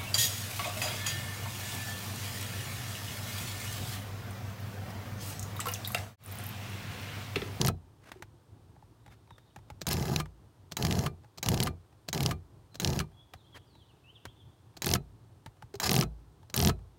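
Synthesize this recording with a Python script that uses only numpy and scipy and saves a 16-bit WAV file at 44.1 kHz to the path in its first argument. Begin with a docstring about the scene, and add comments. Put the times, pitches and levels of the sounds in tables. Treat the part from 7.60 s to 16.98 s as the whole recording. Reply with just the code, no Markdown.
"""A power seat motor, heard from close by under the seat, is jogged in nine short bursts over quiet outdoor air.
It opens near the end of a jog down: brushes rasp, the frame rumbles, gears knock and a ringing clack ends it.
Scrapes, taps and a faint bird fill the pauses; then five jogs go up, and after a longer pause three go down.
Before each of these a switch ticks and the drive clacks in. Filtered noise makes the rasps and hits,
decaying sines make the ringing, and gliding sines make the bird."""
import sys
import numpy as np
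from scipy import signal
from scipy.fft import rfft, irfft
from scipy.io import wavfile
from scipy.ndimage import uniform_filter1d

SR = 44100
rng = np.random.default_rng(int(sys.argv[2]) if len(sys.argv) > 2 else 0)


def file_out(sig):
    """Save sig as 16-bit WAV at sys.argv[1]."""
    # one column per channel
    cols = np.atleast_2d(sig).T
    # limit, then scale
    lim = np.clip(cols, -1, 1)
    pcm = np.round(lim * 32767).astype(np.int16)
    wavfile.write(sys.argv[1], SR, pcm)


N = 413658
TIME = np.arange(N) / SR
AGE = np.arange(16384) / SR  # time axis of every impulse response [s]
# In the tables, levels are relative: each layer's own gain and filters follow.


def undb(db):
    """Decibels to gain."""
    return 10 ** (np.asarray(db) / 20)


def unit(x):
    """Scale to rms 1."""
    return x / np.sqrt(np.mean(x ** 2))


def noise():
    """White noise."""
    return rng.standard_normal(N)


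def walk(rate):
    """Smooth random wander of rms 1; a higher rate [Hz] wanders faster."""
    k = int(SR / rate)
    return unit(uniform_filter1d(uniform_filter1d(noise(), k), k))


def through(x, response):
    """Pass a sound through an impulse response."""
    return signal.oaconvolve(x, response)[:N]


def colour(points, size=4096):
    """Minimum-phase response of unit energy, its spectrum shaped like the (frequency [Hz], level [dB]) points."""
    hz, db = np.transpose(points)
    bins = np.maximum(np.arange(size // 2 + 1) * SR / size, 1)
    level = np.interp(np.log(bins), np.log(hz), db)
    cepstrum = irfft(np.log(undb(level)))
    # folding the cepstrum forward makes the response causal
    cepstrum[1:size // 2] *= 2
    cepstrum[size // 2 + 1:] = 0
    response = irfft(np.exp(rfft(cepstrum)))
    return response / np.linalg.norm(response)


def fade(t60):
    """Exponential decay by 60 dB in t60 [s]."""
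    return np.exp(-np.log(1000) * AGE / t60)


def scatter(t60, rise_s=0):
    """Dense dying reflections of unit energy that build up over rise_s."""
    rise = np.minimum((AGE + 1 / SR) / (rise_s + 1 / SR), 1)
    tail = rng.standard_normal(len(AGE)) * fade(t60) * rise
    return tail / np.linalg.norm(tail)


def ring(modes):
    """Struck modes: a sum of decaying sines."""
    return sum(undb(db) * fade(t60) * np.sin(2 * np.pi * hz * AGE) for hz, db, t60 in modes)


def add(track, s, sound):
    """Mix a sound into a track at time s."""
    i = max(int(s * SR), 0)
    track[i:i + len(sound)] += sound[:N - i]


def swell(s, length):
    """Rounded gate from s to s + length."""
    return np.sqrt(np.maximum(1 - (2 * (TIME - s) / length - 1) ** 2, 0))


def blows(rows, points, crack, t60, tail_db, tail_t60, likeness, rise_s=0):
    """Each blow is a crack, a short rattle in the part (partly the same every time) and a tail under the seat."""
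    track = np.zeros(N)
    own = scatter(t60, rise_s)
    share = np.clip(likeness, 0, 1)
    for s, db in rows:
        rattle = np.sqrt(share) * own + np.sqrt(1 - share) * scatter(t60, rise_s)
        hit = rattle + undb(tail_db) * scatter(tail_t60)
        hit[int(rise_s * SR)] += crack
        add(track, s, undb(db) * hit)
    return through(track, colour(points))


def strikes(rows, response):
    """The same response at every (time [s], level [dB])."""
    track = np.zeros(N)
    for s, db in rows:
        add(track, s, undb(db) * response)
    return track


# bending waves in the trim are slow in the bass: lag of the deepest notes [s], pitch at which it has halved [Hz]
BASS_LAG_S, BASS_LAG_HZ = 0.03, 100.6


def bend(x):
    """Travel through the trim: the click arrives first, the low thump last."""
    hz = np.arange(len(AGE) // 2 + 1) * SR / len(AGE)
    phase = 2 * np.pi * BASS_LAG_S * BASS_LAG_HZ * np.log1p(hz / BASS_LAG_HZ)
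    return through(x, irfft(np.exp(-1j * phase)))


# tone of the air, heavy in the bass: (frequency [Hz], level [dB])
AIR_COLOUR = [(25, -20), (108, 3), (200, -14.5), (340, -12), (560, -21), (900, -19.5), (2200, -34.5),
              (3400, -33), (7800, -40), (8700, -36), (9600, -41), (16000, -44.5)]


def air():
    """Quiet outdoor background: coloured noise whose bass swells unevenly."""
    hush = through(noise(), colour(AIR_COLOUR))
    bass = signal.sosfilt(signal.butter(1, 300, fs=SR, output="sos"), hush)
    return undb(-59) * (hush + bass * (undb(3.5 * walk(13.0)) - 1))


# the frame's broad dull body: (frequency [Hz], level [dB])
FRAME_COLOUR = [(32, -34.5), (50, -4), (88, -2.5), (135, 1.5), (200, -3), (300, -14), (360, -5.5),
                (450, -13.5), (560, -23.5), (700, -13), (1700, -63)]
# the frame's deep resonances: (frequency [Hz], level [dB], t60 [s])
FRAME_MODES = [(55.3, -10, 0.53), (87.57, -1.5, 0.33), (131, -6, .16), (154.4, -3.5, 0.22)]


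def frame():
    """Response of the seat frame: a broad dull body and deep modes that ring on."""
    deep = ring(FRAME_MODES)
    response = undb(-1.0) * deep / np.linalg.norm(deep)
    add(response, 0, colour(FRAME_COLOUR))
    return response


# one row per jog of the seat; the first is already under way:
# (on [s], off [s], direction, wait until the first regular gear knock [s],
#  brush level [dB], rumble level [dB], spin-up [s])
JOGS = [(-.06, 0.083, "down", 0.11, -41.5, -27.5, .027), (2.2678, 2.599, "up", 0.016, -43.5, -33.5, 0.0039),
        (3.1686, 3.461, "up", 0.071, -43, -30, 0.035), (3.8286, 4.0696, "up", 0.033, -44.5, -29.5, 0.032),
        (4.5293, 4.7096, "up", 0.02, -45, -32.5, 0.017), (5.1993, 5.4005, "up", 0.02, -44, -31, 0.02),
        (7.2201, 7.3515, "down", .0235, -44, -29.5, 0.053),
        (8.1999, 8.4228, "down", 0.096, -40.5, -27, 0.097),
        (8.9412, 9.094, "down", .038, -41.5, -28, 0.052)]
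HUM_DB = {"up": -2.5, "down": 3.5}  # {direction: hum over rumble [dB]}: the shaft swings more freely on the way down


def drive(coast_s, flex_s):
    """Strength of brush contact, of frame shaking and of shaft swing: the rumble builds as the motor spins up."""
    brush, shake, swing = np.zeros(N), np.zeros(N), np.zeros(N)
    for on, off, direction, *_, brush_db, rumble_db, spin_s in JOGS:
        age = np.arange(max(-on, 0), off - on + .5, 1 / SR)  # includes half a second of run-down
        after = np.maximum(age - (off - on), 0)
        spin_up = 1 - np.exp(-(age / spin_s) ** 2)
        rumble = undb(rumble_db) * spin_up * np.exp(-after / flex_s)
        add(brush, on, undb(brush_db) * np.exp(-after / coast_s))
        add(shake, on, rumble)
        add(swing, on, undb(HUM_DB[direction]) * rumble)
    return brush, shake, swing


def shaft_hum(turn, swing):
    """The unbalanced shaft hums at orders two to five of its turning, wavering in level."""
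    hum = np.zeros(N)
    for order, db in enumerate([-8.5, -8, -13.5, -13.5], 2):
        hum += undb(db) * np.sin(order * turn + rng.uniform(0, 2 * np.pi))
    return hum * swing * undb(2.9 * walk(25))


# tone of the rasping brushes: (frequency [Hz], level [dB])
BRUSH_COLOUR = [(540, -10), (730, -1.5), (1400, -10.5), (2150, -10), (3700, -12.5), (4200, -9.5),
                (5200, -13), (5900, -9), (8300, -20), (16000, -21.5)]
SHAFT_HZ, SEGMENTS = 43.83, 10  # centre shaft speed [turns/s]; commutator segments per turn


def motor():
    """Brushes scrape over the commutator; the unbalanced shaft and worm gear shake the frame."""
    brush, shake, swing = drive(coast_s=0.0067, flex_s=0.03)
    turn = 2 * np.pi * np.cumsum(SHAFT_HZ * (1 + .03 * walk(12.04))) / SR
    segment = np.exp(.5 * np.cos(SEGMENTS * turn))
    roughness_db = 3.16 * walk(400) + 0.64 * np.cos(turn)
    grit = unit(noise() * segment * undb(roughness_db))
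    housing = 1.04 * scatter(0.025)  # the motor can adds many close, short resonances
    housing[0] += .5
    rasp = through(through(grit * brush, housing), colour(BRUSH_COLOUR))
    rumble = through(undb(-2.5) * grit * shake, frame())
    return rasp + shaft_judder(segment, housing) + rumble + shaft_hum(turn, swing)


# Raising the seat, the gears turn slowly and unevenly and the weight soon closes their play;
# lowering, they run faster and keep clattering. The harder the brushes rasp, the louder the regular knocks:
# {direction: (speed [turns/s], knock over brushes [dB], rebound over brushes [dB],
#  fade [dB/s], level scatter [dB], timing jitter [s])}
GEAR_PLAY = {"up": (35.3, 22.3, 8, 56.4, 2.7, .001), "down": (43.6, 24.6, 19.1, 2.5, 1.1, .0007)}
# a tooth catches and knocks hard: (time [s], level [dB])
HARD_KNOCKS = [(0.0147, -15), (0.0711, -16.5), (2.561, -15.5), (3.225, -19), (3.2497, -16), (3.3101, -21.5),
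               (3.391, -22.5), (3.8866, -14), (3.9429, -18.5), (4.0022, -15.5), (4.0275, -20),
               (4.6613, -14), (5.247, -15.5), (5.2751, -19.5), (5.3908, -19), (7.2674, -16), (7.314, -18.5),
               (7.3376, -10), (8.2932, -13.5), (8.3152, -15), (8.9766, -16.5), (9.0489, -13.5),
               (9.073, -14.5)]
# a tooth snaps back with a bright tick: (time [s], level [dB])
HARD_REBOUNDS = [(0.081, -18.5), (2.2873, -20), (2.3295, -17.5), (3.8873, -17.5), (4.033, -17),
                 (4.629, -24.5), (7.2595, -20), (7.3358, -19), (8.963, -17.5)]
REBOUND_TURNS = 0.52  # the teeth fall back this far into a turn
COAST_S, COAST_DB = .012, -9  # the gears run on after the drive lets go [s], knocking more softly [dB]


def clatter(count=16):
    """Times and levels of knocks and rebounds: about one of each per turn, hard ones replacing those nearby."""
    knocks, rebounds = list(HARD_KNOCKS), list(HARD_REBOUNDS)
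    for on, off, direction, wait, brush_db, _, _ in JOGS:
        turn_hz, knock_db, rebound_db, fade_db_per_s, scatter_db, jitter_s = GEAR_PLAY[direction]
        for turn, (late, hard, bright) in enumerate(rng.standard_normal((count, 3))):
            s = on + wait + turn / turn_hz + jitter_s * late
            back = s - (1 - REBOUND_TURNS) / turn_hz
            effort_db = brush_db - fade_db_per_s * turn / turn_hz
            caught = any(abs(s - at) < .5 / turn_hz for at, _ in HARD_KNOCKS)
            if s < off + COAST_S and not caught:
                knocks.append((s, effort_db + knock_db + scatter_db * hard + COAST_DB * (s > off)))
            snapped = any(abs(back - at) < .5 / turn_hz for at, _ in HARD_REBOUNDS)
            if turn and back < off and not snapped:
                rebounds.append((back, effort_db + rebound_db + scatter_db * bright))
    return knocks, rebounds


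# tone of the knocking teeth, also of the juddering shaft: (frequency [Hz], level [dB])
KNOCK_COLOUR = [(300, -21), (800, -3), (1300, -10.5), (2150, -3.5), (3300, -3), (3700, -3.5), (4200, -2),
                (6200, -3), (8200, -12.5), (16000, -19)]
# thin, bright tone of the rebounds: (frequency [Hz], level [dB])
REBOUND_COLOUR = [(1500, -18), (4500, 3.5), (7000, -10.5), (9200, 5), (10500, -5), (12200, 5), (16000, -5)]


def gears():
    """Teeth knock, which also thumps the frame, and rebound more thinly in between."""
    forth, back = clatter()
    knocks = blows(forth, KNOCK_COLOUR, crack=0.24, t60=0.012, tail_db=-11.0, tail_t60=0.045,
                   likeness=0.17, rise_s=.0002)
    rebounds = blows(back, REBOUND_COLOUR, crack=0, t60=0.016, tail_db=-12.5, tail_t60=0.028,
                     likeness=0.17, rise_s=0.0014)
    thumps = strikes(forth, frame())
    return undb(12.0) * knocks + undb(10.0) * thumps + undb(13.0) * rebounds


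# tone of the drive dropping out: (frequency [Hz], level [dB])
STOP_COLOUR = [(300, -5), (830, -12.5), (1200, -2), (2900, -11.5), (4500, -16.5), (16000, -26)]
# ringing of the drive when it drops out: {direction: (frequency [Hz], level [dB], t60 [s])}
STOP_MODES = {"up": [(1194, -4, 0.11), (2370, -14.5, 0.13), (4220, -16, .1)], "down": [(1302, -1.5, 0.085),
              (2510, -11, 0.09), (4040, -18, 0.14)]}


def stop_clacks():
    """The drive drops out with a rattling clack, and its metal rings on, pitched by the direction of travel."""
    stops = [(off, 0) for _, off, *_ in JOGS]
    clack = blows(stops, STOP_COLOUR, crack=0, t60=0.042, tail_db=-10.5, tail_t60=0.092,
                  likeness=0.73, rise_s=0.0011)
    rings = np.zeros(N)
    for _, off, direction, *_ in JOGS:
        add(rings, off, ring(STOP_MODES[direction]))
    return undb(-5.5) * clack + undb(-32.5) * rings


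# short soft scrapes: (time [s], length [s], level [dB])
SCRAPES = [(0.409, .19, -58), (1.5, 0.056, -60), (5.939, 0.05, -55)]
# tone of the trim, rubbed or tapped: (frequency [Hz], level [dB])
TAP_COLOUR = [(300, -4), (900, -7), (1650, -5), (2800, -13), (16000, -29.5)]


def rubbing():
    """Soft scrapes catch and slip on the trim: noise of flickering level in rounded gates."""
    scrape = sum(undb(db) * swell(s, length) for s, length, db in SCRAPES)
    grip = unit(noise() * undb(3.5 * walk(110)))
    return through(scrape * grip, colour(TAP_COLOUR))


# small taps on the seat trim: (time [s], click level [dB], woody knock level [dB])
TAPS = [(0.517, -35.5, -65), (.623, -36, -59), (1.162, -68, -62), (1.223, -72, -60), (1.462, -49.5, -62),
        (1.706, -52.5, -55.5), (1.781, -48.5, -71), (1.961, -42, -53), (2.101, -41.5, -50.5),
        (2.657, -46.5, -63), (5.736, -37.5, -55), (6.653, -34, -55), (7.861, -38.5, -52.5),
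        (8.023, -45, -52), (8.142, -49, -55)]
# the hollow trim that the taps ring: (frequency [Hz], level [dB], t60 [s])
TAP_MODES = [(107, 16, 0.067), (840, 13, 0.032), (1585, -6, 0.039)]
# dull bumps on the padding, the last one as the switch is pressed before the eighth jog: (time [s], pitch [Hz],
# level [dB])
BUMPS = [(.559, 373, -42), (.6, 356, -44), (0.738, 350, -50), (8.141, 398, -30.5)]
TAP_SPREAD = 0.074  # each tap lands on another spot, which shifts every mode a little (log-frequency spread)
# the seat settles all the time: click and knock of the faintest tick, and how much louder a tick may be [dB]
SETTLE_DB, SETTLE_KNOCK_DB, SETTLE_RANGE_DB = -65.5, -73.5, 12.5
BUMP_CYCLES, BUMP_RISE_S = 31, 0.0017  # cycles until a bump has died away; its soft onset [s]


def taps():
    """Trim clicks with a woody knock and a low thump, faint settling ticks, and dull bumps on the padding."""
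    settling = [(TIME[-1] * when, SETTLE_DB + SETTLE_RANGE_DB * size, SETTLE_KNOCK_DB + SETTLE_RANGE_DB * size)
                for when, size in rng.random(size=(30, 2))]
    rows = TAPS + settling
    clicks = blows([(s, db) for s, db, _ in rows], TAP_COLOUR, crack=0, t60=0.018, tail_db=-4, tail_t60=0.06,
                   likeness=0.059, rise_s=0.0013)
    wood, bumps = np.zeros(N), np.zeros(N)
    spots = rng.standard_normal((len(rows), len(TAP_MODES)))
    for (s, _, knock_db), spot in zip(rows, spots):
        modes = [(hz * np.exp(TAP_SPREAD * shift), db, t60) for (hz, db, t60), shift in zip(TAP_MODES, spot)]
        add(wood, s, undb(knock_db) * ring(modes))
    for s, hz, db in BUMPS:
        onset = 1 - np.exp(-AGE / BUMP_RISE_S)
        add(bumps, s, ring([(hz, db, BUMP_CYCLES / hz)]) * onset)
    return undb(18.5) * clicks + bend(wood) + bumps


# slurs of a distant bird: (time [s], length [s], first pitch [Hz], last pitch [Hz], level [dB])
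BIRD = [(1.433, .1, 3950, 3420, -77), (1.693, 0.079, 3830, 3500, -68), (1.846, 0.07, 4700, 2800, -73.5),
        (5.104, 0.1, 4090, 3960, -68), (5.516, 0.16, 3270, 3390, -67.5), (5.744, 0.091, 4420, 3210, -70.5),
        (5.837, 0.044, 3100, 3610, -64), (5.918, 0.05, 3540, 2880, -62), (6.069, 0.18, 4900, 2860, -68),
        (6.287, 0.041, 3200, 2420, -68.5), (6.437, 0.087, 2520, 3310, -62),
        (6.544, 0.045, 3850, 2620, -60.5), (6.661, 0.057, 3000, 3700, -64.5),
        (6.758, .08, 3710, 3100, -67.5)]
SLUR_EASE = 0.82  # below 1, a slur starts gently and glides ever faster to its last pitch
BIRD_WAVER, BIRD_FLUTTER_DB, BIRD_ECHO = 0.023, 5, 0.93  # pitch spread (fraction), level spread [dB], echo gain


def bird():
    """Wavering whistled slurs, blurred by the distance."""
    song = np.zeros(N)
    for s, length, first_hz, last_hz, db in BIRD:
        u = np.linspace(0, 1, int(length * SR))
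        glide_hz = last_hz * (first_hz / last_hz) ** ((1 - u) ** SLUR_EASE)
        waver = unit(uniform_filter1d(rng.standard_normal(len(u)), size=120))
        hz = glide_hz * (1 + BIRD_WAVER * waver)
        whistle = np.sin(2 * np.pi * np.cumsum(hz) / SR)
        add(song, s, undb(db) * np.sqrt(4 * u * (1 - u)) * whistle)
    return song * undb(BIRD_FLUTTER_DB * walk(76)) + BIRD_ECHO * through(song, scatter(1.0))


# the rocker switch before each jog but the first: (touch time [s], snap time [s], snap level [dB])
PRESSES = [(2.211, 2.2156, -32.5), (3.114, 3.12, -33.5), (3.775, 3.782, -38), (4.481, 4.486, -29),
           (5.144, 5.154, -40.5), (7.167, 7.171, -42.5), (8.14, 8.1533, -41.5), (8.899, 8.898, -57)]
# tone of the switch: (frequency [Hz], level [dB])
SWITCH_COLOUR = [(300, 1.5), (2500, -10.5), (4600, -5.5), (7500, -10), (9500, -22), (16000, -17.5)]
TOUCH_DB = -46  # the finger meets the rocker, on the scale of the snap levels


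def switch():
    """The rocker gives a soft touch and a snap, close together; the snap also thumps the frame through the trim."""
    touches = [(touch, TOUCH_DB) for touch, *_ in PRESSES]
    snaps = [(snap, db) for _, snap, db in PRESSES]
    clicks = blows(touches + snaps, SWITCH_COLOUR, crack=0, t60=0.027, tail_db=-8.5, tail_t60=0.056,
                   likeness=0.4, rise_s=0.00088)
    thumps = strikes(snaps, frame())
    return undb(21.0) * clicks + undb(14.5) * bend(thumps)


# tone of the drive snapping in: (frequency [Hz], level [dB])
START_COLOUR = [(250, -6), (900, -8.5), (3300, -9), (3700, -14), (4300, -9), (7000, -9), (11000, -20),
                (15000, -10.5)]
# ringing metal of the drive as it snaps in: (frequency [Hz], level [dB], t60 [s])
START_MODES = [(2300, -6.5, 0.032), (3940, -2.5, 0.055), (6610, 1, 0.029), (7200, -2.5, 0.019)]


def start_clacks():
    """The drive snaps in with a rattling clack, and its metal rings on briefly."""
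    starts = [(on, 0) for on, *_ in JOGS if on > 0]
    clack = blows(starts, START_COLOUR, crack=0, t60=0.0338, tail_db=-10.5, tail_t60=.06, likeness=0.43)
    return undb(-6.5) * clack + undb(-31.5) * strikes(starts, ring(START_MODES))


# the shaft judders in its bearing: (time [s], length [s], level [dB])
JUDDERS = [(2.301, 0.033, -32.5), (8.228, 0.02, -28), (8.253, 0.025, -27.5)]


def shaft_judder(segment, housing):
    """The shaft judders in its bearing: noise pulsing with the segments, coloured by the motor can."""
    gate = sum(undb(db) * swell(s, length) for s, length, db in JUDDERS)
    buzz = unit(noise() * segment ** 2) * gate
    return through(through(buzz, housing), colour(KNOCK_COLOUR))


def scene():
    """Everything at one microphone."""
    machine = motor() + gears() + stop_clacks() + start_clacks()
    handling = rubbing() + taps() + switch()
    return (air() + machine + handling + bird())[None]


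def record(dry):
    """The recorder drops the deepest bass and cuts the top steeply."""
    thin = signal.sosfilt(signal.butter(5, 43, "high", fs=SR, output="sos"), dry)
    return signal.sosfilt(signal.ellip(10, .2, 80, 15900, fs=SR, output="sos"), thin)


dry = scene()
out = record(dry)
file_out(out)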